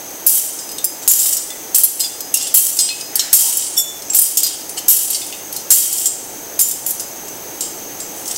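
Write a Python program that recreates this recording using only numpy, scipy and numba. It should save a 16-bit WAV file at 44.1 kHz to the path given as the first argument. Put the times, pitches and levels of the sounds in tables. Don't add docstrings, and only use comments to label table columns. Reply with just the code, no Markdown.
import sys
import numpy as np
from scipy import signal
from scipy.fft import rfft, irfft
from scipy.io import wavfile
from scipy.ndimage import uniform_filter1d, minimum_filter1d
from numba import njit

SR = 44100
rng = np.random.default_rng(int(sys.argv[2]) if len(sys.argv) > 2 else 0)


def wrap_up_sound(samples):
    columns = np.atleast_2d(samples).T
    tamed = np.clip(columns, -1, 1)
    steps = np.round(tamed * 32767).astype(np.int16)
    wavfile.write(sys.argv[1], SR, steps)


N = 369116
RING_TIME = np.arange(SR // 3) / SR


def undb(db):
    return 10 ** (np.asarray(db) / 20)


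def level(x, db):
    return x * undb(db) / np.sqrt(np.mean(x ** 2))


def fade(t60):
    return np.exp(-np.log(1000) * RING_TIME / np.maximum(t60, .004))


def curve(table):
    seconds, *columns = np.transpose(table)
    return [np.interp(np.arange(N) / SR, seconds, column) for column in columns]


def spectrum(table, hz):
    table_hz, db = np.transpose(table)
    return np.interp(np.log(hz), np.log(table_hz), db)


def band_noise(gain):
    return irfft(rfft(rng.standard_normal(N)) * gain, N)


def add_at(out, start, sound):
    out[start:start + len(sound)] += sound


def ring(modes, spread_db):
    hz, db, t60 = np.transpose(modes)[:, :, None]
    shapes = np.sin(2 * np.pi * hz * RING_TIME) * fade(t60) * undb(db)

    def tap(weight=1):
        sign = rng.choice([-1, 1], len(modes))
        chance = undb(spread_db * rng.standard_normal(len(modes))) * sign
        x = (weight * chance) @ shapes
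        return x / np.sqrt(np.sum(x ** 2))
    return tap


def taps(size, rate, spread_db):
    contact = rng.random(size) < rate / SR
    hardness = undb(spread_db * rng.exponential(size=size))
    return level(contact * hardness * rng.standard_normal(size), 0)


# frequency in Hz, relative density in dB per Hz.
AIR = [(25, -17), (59, -26), (95, -13.5), (240, -9.5), (306, -2), (499, -5.5), (868, -6), (1040, -13),
       (2110, -15), (3590, -18), (5000, -17.5), (6300, -15.5), (8500, -17.5), (10500, -17.5), (11800, -12),
       (16000, -12)]
# centre in Hz, width in Hz, level in dB.
HISS = [(6034, 60, -44), (6380, 460, -35.5), (8040, 100, -44.5)]
# time in seconds, gain in dB.
HUM_SWELL = [(0, -0.5), (1, -1.5), (3, 0), (5.5, 0.5), (6.3, 2.5), (7.5, 2.5), (8.37, 2.5)]
AIR_DB = -29.5


def hall():
    hz = np.maximum(np.arange(N // 2 + 1) * SR / N, 1)
    out = level(band_noise(undb(spectrum(AIR, hz))), AIR_DB)
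    hum = signal.sosfilt(signal.butter(1, 400, fs=SR, output="sos"), out)
    out = out + (undb(curve(HUM_SWELL)[0]) - 1) * hum
    for centre_hz, width_hz, db in HISS:
        resonance = 1 / (1 + ((hz - centre_hz) / width_hz * 2) ** 2)
        out = out + level(band_noise(resonance), db)
    return out


HALL_T60_S, HALL_WET_DB = .6, -11


def walls(x):
    t = np.arange(SR) / SR
    tail = rng.standard_normal(SR) * np.exp(-np.log(1000) * t / HALL_T60_S) * (t > .012)
    tail = signal.lfilter([1], [1, -.5], tail)
    tail = tail / np.sqrt(np.sum(tail ** 2))
    return undb(HALL_WET_DB) * signal.fftconvolve(x, tail)[:N]


ECHO_S, ECHO_TURN_RAD = .001862, 1.4
ECHO_GAIN, ECHO_HZ = 0.52, 7700


def lectern(x):
    hz = np.arange(N // 2 + 1) * SR / N
    bounce = ECHO_GAIN * hz ** 2 / (hz ** 2 + ECHO_HZ ** 2)
    turn = np.exp(-2j * np.pi * hz * ECHO_S + 1j * ECHO_TURN_RAD)
    comb = np.sqrt(1 - bounce ** 2) / (1 - bounce * turn)
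    return irfft(rfft(x) * comb, N)


# start in seconds, length in seconds,
# centre in Hz, width in Hz, level in dB.
SOFT_BANDS = [(1.486, 0.086, 2010, 61, -40), (3.088, 0.28, 1840, 710, -35), (3.346, 0.22, 870, 119, -33.5),
              (5.697, 0.04, 1200, 2000, -33)]


def rustles_and_ping():
    out = np.zeros(N)
    for start, length, hz, width_hz, db in SOFT_BANDS:
        size = int(length * SR)
        resonator = signal.iirpeak(hz, hz / width_hz, fs=SR)
        band = signal.lfilter(*resonator, rng.standard_normal(SR // 2))[-size:]
        add_at(out, int(start * SR), level(band, db) * np.hanning(size) ** .5)
    return out


# frequency in Hz, level in dB.
LINK_SPECTRUM = [(2000, -31), (3000, -20.5), (4300, -17.5), (4900, -9), (6000, -5.5), (7500, 1.5),
                 (10000, -1.5), (12500, -3), (16000, -10.5)]
LINK_T60_S = 0.043


def chain(count):
    hz = rng.uniform(2000, 16000, count)
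    t60 = LINK_T60_S * undb(2.5 * rng.standard_normal(count))
    modes = np.array([hz, spectrum(LINK_SPECTRUM, hz), t60]).T
    group = np.digitize(hz, [5800, 10000])
    return [ring(modes[group == k], 6.34) for k in range(3)]


METAL_TONE_HZ = [2050, 2568, 2780, 2960, 3045, 3484, 3700, 4213, 4893, 5046, 5443, 5531, 5773, 6358, 6538,
                 6800, 6971, 7176, 7558, 7620, 7990, 8088, 8611, 9206, 9282, 9500, 9729, 10400, 11944,
                 12514, 13533, 15163]
METAL_TONE_T60 = [0.16, 0.11, 0.12, 0.04, 0.095, 0.15, 0.17, 0.14, 0.13, 0.39, 0.028, 0.078, 0.12, 0.19,
                  0.2, 0.17, 0.17, 0.22, 0.36, 0.12, 0.11, 0.44, 0.089, 0.051, 0.061, 0.23, 0.08, .12,
                  0.072, 0.1, .12, 0.16]


def metal_tones():
    return ring(np.c_[METAL_TONE_HZ, np.zeros(len(METAL_TONE_HZ)), METAL_TONE_T60], 2.5)


FAVOUR_WIDTH, OTHERS_DB = 0.019, -13


def favour(hz):
    away = np.log(np.array(METAL_TONE_HZ) / hz)
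    return np.exp(-(away / FAVOUR_WIDTH) ** 2) + undb(OTHERS_DB) * np.exp(-(away / 0.4) ** 2)


# start in seconds, level in dB, time held in seconds,
# top links over that level in dB.
CHAIN_POURS = [(0.266, -13.5, 0.087, 4), (.843, -36, .01, 5), (1.078, -14.5, .2, 2), (1.4, -43, .066, -11),
               (1.746, -14, 0.047, 2.5), (2.0, -21, 0.019, -2), (2.34, -24, 0.11, -27),
               (2.542, -9.5, 0.035, 4.5), (2.789, -23.5, 0.056, -35), (3.156, -24.5, .06, -8),
               (3.329, -8.5, .1, -0.5), (3.57, -23, 0.03, -7.5), (4.098, -43, 0.029, -37),
               (4.147, -14.5, 0.094, 2), (4.372, -20.5, 0.11, -26), (4.881, -10, 0.062, 3),
               (5.1, -22, 0.031, -22), (5.525, -32, 0.063, -21), (5.704, -7.5, 0.032, 3),
               (5.93, -23, .13, -1), (6.589, -15.5, 0.014, 4), (6.862, -24, 0.035, 5), (7.0, -33, .014, 3),
               (7.608, -26, 0.019, -15), (8.15, -37, 0.067, -3), (8.26, -32, 0.11, -7)]
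RATTLE_REST_DB = -48.5
POUR_T60_S, POUR_GROWTH, TOP_FADES_FASTER = 1.72, 0.061, 1.82
POUR_LOW_DB, POUR_LOW_PER_TOP = -9.5, -0.27


def pouring():
    power = np.full((3, N), undb(2 * RATTLE_REST_DB))
    for start, db, held, top_db in CHAIN_POURS:
        k = int(start * SR)
        t60 = POUR_T60_S * np.exp(POUR_GROWTH * db)
        low_db = POUR_LOW_DB + POUR_LOW_PER_TOP * top_db
        t = np.arange(min(SR, N - k)) / SR
        fall_db = -60 * np.maximum(t - held, 0) / t60
        groups_db = np.array([low_db + fall_db, fall_db, top_db + TOP_FADES_FASTER * fall_db])
        power[:, k:k + SR] += undb(2 * (db + groups_db))
    return np.sqrt(power)


def rattle(links, metal, count):
    strength, out = pouring(), 0
    for _ in range(count):
        ticks = taps(N, 900, 2.2) / np.sqrt(count)
        for group, size in zip(links, strength):
            out = out + signal.oaconvolve(ticks * size, group()[:SR // 10])[:N]
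    upper = 0.5 * (np.array(METAL_TONE_HZ) / 8000) ** 1.2
    brushing = ticks * strength[1] * undb(-7.5)
    return out + signal.oaconvolve(brushing, metal(favour(7600) + upper))[:N]


LID_MODE_HZ = [3484, 4899, 5531, 6970, 7634, 9811, 10779, 11860, 12500]
# level in dB, t60 in seconds.
LID_MODE_DECAY = [(-17.5, 0.33), (-40, 0.21), (-8.5, 0.12), (-12.5, 0.25), (-17, 0.11), (-20, 0.061),
                  (-15, 0.073), (-13, 0.08), (-26, 0.072)]


def lid_modes():
    return ring(np.c_[LID_MODE_HZ, LID_MODE_DECAY], 0.9)


# time in seconds, level in dB.
SLIDE_LEVEL = [(3.75, -101), (3.765, -20), (3.775, -7), (3.787, -7), (3.815, -15.5), (3.84, -78)]
SLIDE_LINKS_DB = -8


def slide(lid, links):
    t = np.arange(N) / SR
    touching = (t > SLIDE_LEVEL[0][0]) & (t < SLIDE_LEVEL[-1][0])
    body = lid() + undb(SLIDE_LINKS_DB) * (links[1]() + links[2]())
    rubbing = taps(N, 4000, 2) * touching * undb(curve(SLIDE_LEVEL)[0])
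    return signal.fftconvolve(rubbing, body)[:N]


# frequency in Hz, level over the chain in dB.
READY_REGIONS = [(4213, -26), (5443, -16), (7700, -14), (12200, -7)]
LOW_DB, LOW_PER_DB, LOW_PER_TOP = -11.5, -0.36, -0.16


def voice(links, metal, db, ring_hz, ring_db, top_db):
    low, middle, top = links
    ready = sum(undb(ready_db) * favour(hz) for hz, ready_db in READY_REGIONS)
    weight = undb(ring_db) * favour(ring_hz) + ready
    low_db = LOW_DB + LOW_PER_DB * db + LOW_PER_TOP * top_db
    body = middle() + undb(top_db) * top() + undb(low_db) * low()
    return undb(db) * (body + np.sqrt(np.sum(weight ** 2)) * metal(weight))


# middle in seconds, chain level in dB, main ring in Hz,
# that ring over the chain in dB, top links over the chain in dB.
SCRAPE_EVENTS = [(1.03, -21, 7176, -4, -15), (2.906, -21.5, 2568, 6, -10), (4.781, -11, 3026, -4.5, -14)]
SCRAPE_S = .035
REBOUND_DB = -8.5


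def scrapes(links, metal):
    out, size = np.zeros(N), int(SCRAPE_S * SR)
    for middle, db, *colour in SCRAPE_EVENTS:
        drag = undb(REBOUND_DB) * taps(SR // 8, 6000, 0.96)[:size] * np.hanning(size)
        sound = signal.fftconvolve(drag, voice(links, metal, db, *colour))
        add_at(out, int(middle * SR) - size // 2, sound)
    return out


# start in seconds, chain level in dB, ring mainly set off in Hz,
# that ring over the chain in dB, top links over the chain in dB.
CHAIN_BLOWS = [(0.2651, 1.5, 9200, -6, 11), (0.294, -5, 9500, -8, 11.5), (.3463, -8.5, 9450, 1, 11.5),
               (0.589, -16.5, 5630, 7, -37), (.6908, -16, 5046, 0, -10), (0.7153, -12.5, 9130, -8, -7),
               (0.7834, -10, 3910, -0.5, -18), (.843, -3, 5180, -13, 7), (1.0769, 5, 6970, -8, 4),
               (1.112, 0, 8100, -19, 10.5), (1.192, -1, 7560, -1, -12), (1.2294, -2, 7600, -4, -8),
               (1.2596, 0, 8200, -16, -9), (1.327, -2.5, 8000, -12, -24), (1.3687, -5.5, 5890, 2, 2.5),
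               (1.5037, -17, 3440, 1, -2), (1.7461, -0.5, 8740, 2, 1), (1.7612, -27, 8200, 12, 29),
               (1.7836, -9, 7800, -15, 19.5), (1.835, -1.5, 9860, 7.5, 11.5), (1.845, -7.5, 5100, -11, 16),
               (1.9964, -10, 2860, -2, 6), (2.0018, 0.5, 4130, -9.5, -22), (2.0394, -11.5, 3484, 2.5, -19),
               (2.046, -14, 4893, 8, -20), (2.2054, -12.5, 4980, -12, 4), (2.3405, 1, 2780, -17, 1.5),
               (2.3717, -3.5, 5630, -4, 1), (2.4115, -11, 3485, -2.5, -2), (2.4246, -10, 7640, 5, -2),
               (2.4693, -6, 3480, -12, -18), (2.5414, -7, 7530, 9, 19), (2.5517, -8.5, 7640, 3, 15),
               (2.5695, -3, 4170, -9, 13), (2.7681, -7, 3930, -7, 1), (2.789, 4.5, 4900, -7.5, -11),
               (2.809, -7, 8140, 7, -27), (2.8894, -9, 4144, 6.5, -15), (3.0094, -11.5, 4980, -3, -13),
               (3.1555, -3.5, 2990, -18, 6.5), (3.1942, -1, 5395, -4, -31), (3.203, -10, 4213, 9, -14),
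               (3.3294, 10.5, 7700, -19, 2.5), (3.5702, -3.5, 5130, -28, 7), (3.6232, -6, 5450, -91, -34),
               (4.0213, -14.5, 4220, -20, -34), (4.099, -15.5, 7560, 10, -20), (4.134, -5, 2625, -10, -6),
               (4.147, -0.5, 7600, -8, 8.5), (4.167, -6.5, 7880, 12, 14), (4.1884, -4, 9300, 8, 17),
               (4.2173, -3, 9750, 6, 10.5), (4.271, -13, 6070, -7, -1), (4.371, 4, 6540, -23, 0),
               (4.4035, -12, 7910, -4, 8), (4.4318, 1.5, 4893, -7, 0), (4.465, -5, 4893, -1, 1),
               (4.6937, -12, 9500, -6, 0), (4.8833, 5.5, 7900, -18, 7), (4.91, -3.5, 7800, -15, 10.5),
               (5.102, -4.5, 8400, -3, 5), (5.1466, -0.5, 5840, -13, -43), (5.217, -17, 3570, 9, -22),
               (5.2659, -18, 5290, 4, 1), (5.325, -16, 2673, 9, -21), (5.5264, -15, 9210, -15, 7),
               (5.5632, -14.5, 4220, -10, 3), (5.7044, 8.5, 7500, -7, -0.5), (5.827, -5, 7620, -31, -10),
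               (5.9279, -4.5, 6960, -1, 4), (5.9823, -4.5, 7200, -5, -8), (6.046, -19, 7700, -16, -18),
               (6.0565, 2.5, 7800, -7, -6), (6.5912, -2.5, 6400, -5, 3), (6.612, -0.5, 7300, 4, 10),
               (6.6857, -27.5, 7440, 20, 26), (6.7111, -4.5, 4000, -30, -4), (6.8633, -11, 6900, -5, 6),
               (6.8893, -13, 8300, -4, 6), (6.9076, -13, 8300, -18, 11), (6.9965, -10.5, 5450, -10, -10),
               (7.2818, -18, 2770, -13, -9), (7.6076, -12, 7620, 0, -5), (7.653, -37, 7540, 12, -8),
               (8.002, -16.5, 7760, 8.5, -9), (8.2566, -18.5, 6400, 6, -17), (8.2783, -12.5, 6540, -12, 0),
               (8.3105, -8, 3320, -9.5, -14), (8.36, -12.5, 5770, 2.5, -17)]
CLATTER_T60_S, CLATTER_GROWTH = 0.059, 0.11
CONTACT = 2.8
CRACK_DB, CRACK_T60_S = 0.5, 0.032


def blows(links, metal):
    out = np.zeros(N + SR)
    for start, db, *colour in CHAIN_BLOWS:
        t60 = CLATTER_T60_S * np.exp(CLATTER_GROWTH * db)
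        clatter = undb(REBOUND_DB) * taps(SR // 8, 6000, 2.75) * fade(t60)[:SR // 8]
        clatter[0] += CONTACT
        body = voice(links, metal, db, *colour)
        sound = signal.fftconvolve(clatter, body)
        sound[:len(body)] += undb(CRACK_DB) * fade(CRACK_T60_S) * body
        add_at(out, int(start * SR), sound)
    return out[:N]


CENSER_DB = 1


def scene():
    links = chain(count=300)
    metal = metal_tones()
    lid = lid_modes()
    struck = blows(links, metal) + scrapes(links, metal)
    censer = struck + rattle(links, metal, count=5) + slide(lid, links) + rustles_and_ping()
    mono = lectern(undb(CENSER_DB) * (censer + walls(censer)) + hall())
    return np.array([mono, mono])


@njit
def follow(x, e, attack, release):
    out = np.empty(len(x))
    for i in range(len(x)):
        e += (abs(x[i]) - e) * (attack if abs(x[i]) > e else release)
        out[i] = e
    return out


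TOP_HZ = 15780


def record(dry):
    quick = follow(dry[0], .03, 1 / (.003 * SR), 1 / (.13 * SR))
    slow = follow(dry[0], 0.25, 1 / (.3 * SR), 1 / (1.2 * SR))
    x = np.clip(dry[0], -2.2, 2.2)
    quick_gain = (1 + (quick / undb(-12)) ** 2) ** -.2
    slow_gain = (1 + (slow / undb(-12.5)) ** 2) ** -.12
    x = x * quick_gain * slow_gain
    allowed = np.minimum(1, .95 / (np.abs(x) + 1e-9))
    x = x * uniform_filter1d(minimum_filter1d(allowed, size=9), size=9)
    treble_cut = signal.ellip(14, .2, 95, TOP_HZ, fs=SR, output="sos")
    return signal.sosfilt(treble_cut, np.array([x, x]))


dry = scene()
out = record(dry)
wrap_up_sound(out)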